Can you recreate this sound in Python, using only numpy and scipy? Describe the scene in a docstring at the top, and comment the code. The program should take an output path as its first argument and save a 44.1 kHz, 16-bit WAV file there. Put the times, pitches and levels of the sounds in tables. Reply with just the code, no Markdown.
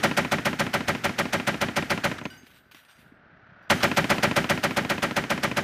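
"""Hard, steely blasts come first: two long bursts of a heavy machine gun, with a pause between them,
over open hills, from just behind. Each shot sums fixed swelling modes of mount and hull with decaying
gas noise. Its blast returns from two obstacles as thud and hiss; bolt rattles are short filtered noise.
Spent brass jingles as struck decaying modes with noisy ticks. In the pause a background roar of coloured
noise rises, and the valley answers with a lumpy rumble and dull thumps of damped sines."""
import sys
import numpy as np
from scipy import signal
from scipy.fft import rfft, irfft
from scipy.io import wavfile

SR = 44100
rng = np.random.default_rng(int(sys.argv[2]) if len(sys.argv) > 2 else 0)


def bounce(signal):
    """Save signal as a 16-bit WAV file at the path given by the first command-line argument."""
    frames = np.transpose(np.atleast_2d(signal))
    limited = np.clip(frames, -1, 1)
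    pcm = np.round(limited * 32767).astype(np.int16)
    wavfile.write(sys.argv[1], SR, pcm)


def magnitude_from_level(level_db):
    """Linear magnitude for a level in decibels (20 dB per decade)."""
    exponent = np.asarray(level_db, float) / 20
    return 10 ** exponent


N = 248283

# moments at which the shots fire: (time [s])
SHOT_TIMES = [-.0992, 0.0359, 0.1725, 0.3183, 0.4544, 0.5944, 0.7378, 0.8815, 1.0429, 1.1871, 1.3311,
              1.4733, 1.6132, 1.7644, 1.9028, 2.0419, 3.7028, 3.8313, 3.9702, 4.1, 4.231, 4.364, 4.4967,
              4.6368, 4.7683, 4.898, 5.0271, 5.1653, 5.302, 5.4332, 5.5693]


def band(x, hz, width):
    """Band-limiting: a Butterworth filter passes the width around a centre frequency."""
    edges = [max(hz - width / 2, 30), min(hz + width / 2, .45 * SR)]
    return signal.sosfilt(signal.butter(2, edges, "bandpass", fs=SR, output="sos"), x)


def unit(x):
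    """Normalization: scale to rms 1."""
    return x / np.sqrt(np.mean(x ** 2))


def add(out, sound, s):
    """Superposition: mix a sound in from time s [s] on, clipped to the scene."""
    i = int(round(s * SR))
    a, b = max(i, 0), min(i + len(sound), N)
    out[a:b] += sound[a - i:max(b - i, a - i)]


def firing_db():
    """Level contour: each burst opens with an excess that eases sigmoidally to a settled level."""
    # the bursts: (opening time [s], excess level [dB], time of half excess [s], easing time constant [s])
    bursts = [(-.1, 6, .1, 0.14), (3.6, 3.6, 4.54, 0.085)]
    settled_db, opening_shot_db, opening_s = -23.5, 2.05, 0.075
    t = np.arange(N) / SR
    db = np.full(N, settled_db)
    for opens, excess_db, half, over in bursts:
        db = db + (t > opens) * excess_db / (1 + np.exp((t - half) / over))
    # the first shot after the pause is lifted further, and the lift decays
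    first = SHOT_TIMES[np.argmax(np.diff(SHOT_TIMES)) + 1]
    lift = opening_shot_db * np.exp(-np.clip(t - first, 0, None) / opening_s)
    return db + (t > bursts[-1][0]) * lift


def rings(modes, ms):
    """Modal superposition: each damped mode swells from its start and dies away."""
    out = 0
    for hz, db, start, swell in modes:
        age = np.clip(ms - start, 0, None)
        envelope = age / swell * np.exp(1 - age / swell)
        out = out + magnitude_from_level(db) * envelope * np.sin(2 * np.pi * hz * age / 1000)
    return out


def mount_ring(ms):
    """Impulse response: blast and recoil wake the modes of mount and hull in turn, alike in every shot."""
    # modes of mount and hull: (frequency [Hz], relative level [dB], start after the blast [ms], swell [ms])
    mount_modes = [(61, -11, 24.5, 4.5), (147.4, -8, 2, 9.6), (193.3, -5.5, 43.5, 5.7),
                   (211.2, -5, -3.5, 15), (208.6, -7, 37.5, 6.2), (250, -11.5, 43.5, 16.8),
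                   (267, -1.5, 18, 1.8), (332.9, -10, 4, 15.5), (384.3, -13, 0, 16.5), (558.6, 0, 8.5, 5.9),
                   (492, -29, 24.5, 3), (604, -13, -1.5, 7.8), (713, 1.5, 2.5, 1.25), (640, 1.5, 21, 1.64),
                   (835, 4.5, 9.5, 1.18), (884, -8, 21.5, 2.9), (1220, 4.5, 12, 0.44),
                   (1211, -1.5, 13.5, 3.7), (1312, 5, 15, 0.9), (1494, 0, 1, 2.7), (1605, -8, 10.5, 9.6),
                   (1864, -1, 2, 0.82), (1900, -3.5, 24.5, 1.8), (1974, -0.5, 15, 1.75),
                   (2177, -7.5, 4, 5.2), (2372, -1, 4.5, 0.69), (2340, -2, 19, 1.9), (2618, -9, 5, 3)]
    return rings(mount_modes, ms)


def gas_noise(ms):
    """Turbulent jet noise: each band holds and then decays, over a slower tail, partly alike in all shots."""
    # bands of gas noise: (centre [Hz], width [Hz], relative burst level [dB], burst hold [ms],
    # burst t60 [ms], relative tail level [dB], tail t60 [ms], power share alike in all shots [0-1])
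    gas_bands = [(208, 260, -24.5, 58, 99, -13.5, 960, 0.57),
                 (725, 440, -10.5, 13.3, 104, -13.5, 840, 0.46),
                 (1630, 1220, -10, 28.3, 44, -10, 824, 0.45), (2507, 1650, -9, 18.7, 22, -13.5, 410, 0.74),
                 (4430, 3870, -7, 4.6, 61, -20, 720, 0), (7990, 8170, -10, 10.6, 28, -22, 560, 0),
                 (13770, 6400, -13.5, 7.8, 43, -31.5, 690, 0)]
    pin_lead_ms, pin_db = 8.8, -18
    alike = rng.standard_normal(len(ms))
    fresh = rng.standard_normal((len(SHOT_TIMES), len(ms)))
    # the pin strikes just before the blast
    pin = magnitude_from_level(pin_db) * np.clip(1 + ms / pin_lead_ms, 0, 1) ** .5
    onset = np.where(ms > 0, 1, pin)
    gas = 0
    for hz, width, burst_db, hold, burst_t60, tail_db, tail_t60, share in gas_bands:
        common = np.sqrt(share) * unit(band(alike, hz, width))
        own = np.sqrt(1 - share) * unit(band(fresh, hz, width))
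        burst = magnitude_from_level(burst_db - 60 * np.clip(ms - hold, 0, None) / burst_t60)
        tail = magnitude_from_level(tail_db - 60 * np.clip(ms, 0, None) / tail_t60)
        gas = gas + (common + own) * onset * (burst + tail)
    return gas


def bolt():
    """Impact noise: the bolt slams just ahead of every shot that closely follows another, a steely rattle."""
    # single rattles, one after the first burst, one at the opening shot of the second,
    # two just after it: (time [s], relative level [dB])
    single_rattles = [(2.1825, -13), (3.6995, -3), (3.803, -15), (3.813, -15)]
    lead_s, slam_db, length_ms = 0.0053, -9.5, 10.4
    shots = np.array(SHOT_TIMES)
    following = shots[1:][np.diff(shots) < .3]
    slams = [(s - lead_s, slam_db) for s in following] + single_rattles
    ms = np.arange(2000) / SR * 1000
    noise = rng.standard_normal((len(slams), len(ms)))
    rattle = unit(band(noise, 1470, 810))
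    rattle = rattle + magnitude_from_level(-0.5) * unit(band(noise, 2480, 2200))
    rattle = rattle + magnitude_from_level(-17.0) * unit(band(noise, 5400, 8000))
    rattle = rattle * np.exp(-(ms / length_ms) ** 2)
    out = np.zeros(N)
    for (s, db), sound in zip(slams, rattle):
        add(out, magnitude_from_level(db) * sound, s)
    return out


def echoes(ms):
    """Reflection: two obstacles return the blast as an N-wave, the hull's answering ring and a hiss."""
    # echoes: (delay [ms], relative thud level [dB], thud low-pass [Hz], relative hiss level [dB],
    # hiss length [ms])
    reflections = [(172, -10.5, 1900, -20, 3.6), (211.8, -4.5, 3100, -9.5, 7.5)]
    # hull modes that an echo wakes: (frequency [Hz], relative level [dB], start after the echo [ms], swell [ms])
    hull_modes = [(195, 4, 2.7, 2.0), (269, -7, 9, 5.1), (355, 5, 10.2, 0.5), (632, -3, -1, 1.8),
                  (1013, -4.5, 0.5, 3), (1380, -8, 6.5, 2.4), (1660, -7, -0.5, 1.5), (1990, -4, 11, 0.5),
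                  (2030, -3.5, 3, 0.92), (2450, 8, .3, 0.4)]
    scatter_db = .7
    thud, hiss = 0, 0
    for delay, thud_db, top_hz, hiss_db, length in reflections:
        age = ms - delay
        n_wave = magnitude_from_level(5.5) * (1 - age / 1.1) * (age > 0) * (age < 2.3)
        lowpass = signal.butter(2, top_hz, fs=SR)
        thud = thud + magnitude_from_level(thud_db) * signal.lfilter(*lowpass, rings(hull_modes, age) + n_wave)
        hiss = hiss + magnitude_from_level(hiss_db) * (age > 0) * np.exp(-(age / length) ** 2)
    # both echoes of a shot share one random gain
    gain = magnitude_from_level(scatter_db * rng.standard_normal((len(SHOT_TIMES), 1)))
    noise = rng.standard_normal((len(SHOT_TIMES), len(ms)))
    return gain * (thud + hiss * unit(band(noise, 2200, 2250)))


def gun():
    """Source superposition: ring, gas and echoes sound at every shot, together with the bolt."""
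    lead = .02  # room for the pin ahead of the blast [s]
    ms = (np.arange(int(.7 * SR)) / SR - lead) * 1000
    shots = mount_ring(ms) + gas_noise(ms) + echoes(ms)
    out = bolt()
    for s, shot in zip(SHOT_TIMES, shots):
        add(out, shot, s - lead)
    # shots, bolt and echoes drift in level together through a burst
    return out * magnitude_from_level(firing_db())


def spill_db(s):
    """Level envelope: small bounces at times s follow the loudest spill, sounding or breaking off."""
    # spills of small cases and links: (start [s], time after which the level drops away steeply [s], starting
    # level [dB],
    spills = [(0, 2.6, -60.5, 1.5), (2.715, 3.04, -61.5, 27), (3.72, 6.5, -50.5, 8.5)]
    cutoff_db_per_s = 200
    levels = []
    for start, stop, db, fade in spills:
        cutoff = cutoff_db_per_s * np.clip(s - stop, 0, None)
        sounding = db - fade * (s - start) - cutoff
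        levels.append(np.where(s < start, -150, sounding))
    return np.max(levels, axis=0)


def brass():
    """Modal impact: cases tick on steel and ring; every landing favours other modes."""
    # modes of the brass: (frequency [Hz], relative level [dB], t60 [s])
    brass_modes = [(1529, 1, 0.43), (2923, -8, 0.32), (3880, -15, .3), (4790, -3.5, 0.3), (5740, -9.5, 0.3),
                   (6390, -12, 0.29), (7230, -12, 0.16), (8340, -7.5, 0.26), (8600, -13, .25),
                   (10590, -11, 0.19), (11030, -13, .26), (12400, -10, 0.2), (13060, -15, 0.253),
                   (13950, -11.5, 0.22), (14520, -15, .3)]
    # distinct landings in the pause: (time [s], ring level [dB], favoured mode [Hz], tick level [dB])
    landings = [(2.238, -53, 6390, -67), (2.302, -47.5, 2923, -59), (2.303, -49.5, 1529, -62),
                (2.377, -55, 6390, -63), (2.467, -64, 13950, -51), (2.513, -64, 3880, -56),
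                (2.713, -59, 13950, -50), (2.718, -57, 1529, -55), (2.7465, -62, 5740, -44),
                (2.91, -61, 1529, -59), (3.626, -70, 1529, -66)]
    hz, db, t60 = np.transpose(brass_modes)
    # small bounces: chance sets time, level below the spill, and favoured mode
    chance = rng.random((900, 3))
    small_s = chance[:, 0] * N / SR
    small_db = spill_db(small_s) - 14 * chance[:, 1]
    small_hz = hz[(chance[:, 2] * len(hz)).astype(int)]
    small = np.transpose([small_s, small_db - 2.5, small_hz, small_db + 6.0])
    s, ring_db, top_hz, tick_db = np.vstack([landings, small]).T
    at = (s * SR).astype(int)
    # the favoured mode rings at full strength, the others as chance has it
    favoured = np.abs(np.log(hz[:, None] / top_hz)) < .03
    others = magnitude_from_level(db[:, None] - 8.5) * rng.standard_normal((len(s), len(hz))).T
    strikes, ticks = np.zeros((len(hz), N)), np.zeros(N)
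    strikes[:, at] = magnitude_from_level(ring_db) * np.where(favoured, 1, others)
    ticks[at] = magnitude_from_level(tick_db)
    age = np.arange(int(.35 * SR)) / SR
    decaying_mode = magnitude_from_level(-60 * age / t60[:, None]) * np.exp(2j * np.pi * hz[:, None] * age)
    # tumbling cases waver in pitch: a random phase walk blurs each line to a 12 Hz width
    steps = rng.standard_normal((len(hz), N)) * np.sqrt(2 * np.pi * 12 / SR)
    blur = np.exp(1j * np.cumsum(steps, axis=1))
    ring = (signal.fftconvolve(strikes, decaying_mode, axes=1)[:, :N] * blur).imag.sum(axis=0)
    # each tick is a puff of noise that trails off in a rattle; time constants 5.3 and 24 ms
    tick = signal.lfilter([1], [1, -np.exp(-1 / (0.0053 * SR))], ticks)
    rattle = signal.lfilter([1], [1, -np.exp(-1 / (0.024 * SR))], ticks)
    noise = rng.standard_normal((2, N))
    tick_noise = unit(band(noise[0], 2270, 3000)) + magnitude_from_level(-14.0) * noise[0]
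    rattle_noise = noise[1] + unit(band(noise[1], 2650, 2300))
    return ring + tick * tick_noise + magnitude_from_level(-14.5) * rattle * rattle_noise


def wavering():
    """Amplitude modulation: narrow-band noise near 38 Hz that makes a level flutter."""
    return unit(band(rng.standard_normal(N), 37.7, 21))


def valley_rumble():
    """Diffuse reverberation: a lumpy near rumble dies after the burst; far slopes' rumble arrives later."""
    near_s, near_db, near_fade_db_per_s = 2.32, -58, 20
    far_s, far_db, far_attack_s, far_fade_db_per_s = 2.93, -58.5, .1, 4
    t = np.arange(N) / SR
    near = magnitude_from_level(near_db - near_fade_db_per_s * np.clip(t - near_s, 0, None))
    # the far rumble fades for one second and then holds
    far = magnitude_from_level(far_db - far_fade_db_per_s * np.clip(t - far_s, 0, 1))
    far = far * np.clip((t - far_s) / far_attack_s, 0, 1)
    lumpy = band(rng.standard_normal(N), 170, 270) * magnitude_from_level(2.3 * wavering())
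    return unit(lumpy) * np.hypot(near, far)


def background_roar():
    """Spectral shaping: a wavering coloured roar, raised in the pause as recording gain recovers."""
    # spectrum of the roar: (frequency [Hz], relative spectral density level [dB])
    roar_spectrum = [(400, -29), (600, -7), (900, -12.5), (1020, -14.5), (1480, -2.5), (1850, -9.5),
                     (2200, -16), (4000, -29.5), (6000, -42), (9000, -75)]
    from_s, to_s, start_db, rise_db_per_s = 2.37, 3.6, -67, 10.5
    t = np.arange(N) / SR
    # the level is steady before and after the rise
    db = start_db + rise_db_per_s * (np.clip(t, from_s, to_s) - from_s)
    hz = np.fft.rfftfreq(N, 1 / SR)
    knot_hz, knot_db = np.transpose(roar_spectrum)
    colour = magnitude_from_level(np.interp(np.log(hz + 1), np.log(knot_hz), knot_db))
    roar = unit(irfft(rfft(rng.standard_normal(N)) * colour, N))
    return roar * magnitude_from_level(db + 1.2 * wavering())


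def valley_thumps():
    """Distant reflection: dull thumps return as strongly damped low sines."""
    # thumps from the valley: (time [s], level [dB], frequency [Hz])
    thumps = [(2.433, -41, 237), (2.746, -44.5, 296), (2.989, -46, 199), (3.06, -45, 172),
              (3.121, -40, 250), (3.328, -47, 150), (3.425, -48, 120), (3.489, -48, 138), (3.519, -43, 150),
              (3.609, -50, 213)]
    age = np.arange(2000) / SR
    out = np.zeros(N)
    for s, db, hz in thumps:
        cycles = age * hz
        envelope = cycles / 0.62 * np.exp(1 - cycles / 0.52)
        add(out, magnitude_from_level(db) * envelope * np.sin(2 * np.pi * cycles), s)
    return out


def scene():
    """Linear superposition: gun, brass, valley and background roar add at one microphone."""
    valley = valley_rumble() + valley_thumps()
    return (gun() + brass() + valley + background_roar())[None]


def band_limit(x):
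    """A steep low-pass at the top of the band."""
    return signal.sosfilt(signal.butter(12, 16310, fs=SR, output="sos"), x)


def record(dry):
    """Filtering and saturation: the microphone thins deep bass, rounds loud peaks and cuts the top."""
    x = signal.sosfilt(signal.butter(2, 55, "highpass", fs=SR, output="sos"), dry)
    x = np.tanh(1.8 * x) / 1.8
    x = signal.sosfilt(signal.ellip(10, .2, 60, 14950, fs=SR, output="sos"), x)
    return band_limit(x)


dry = scene()
out = record(dry)
bounce(out)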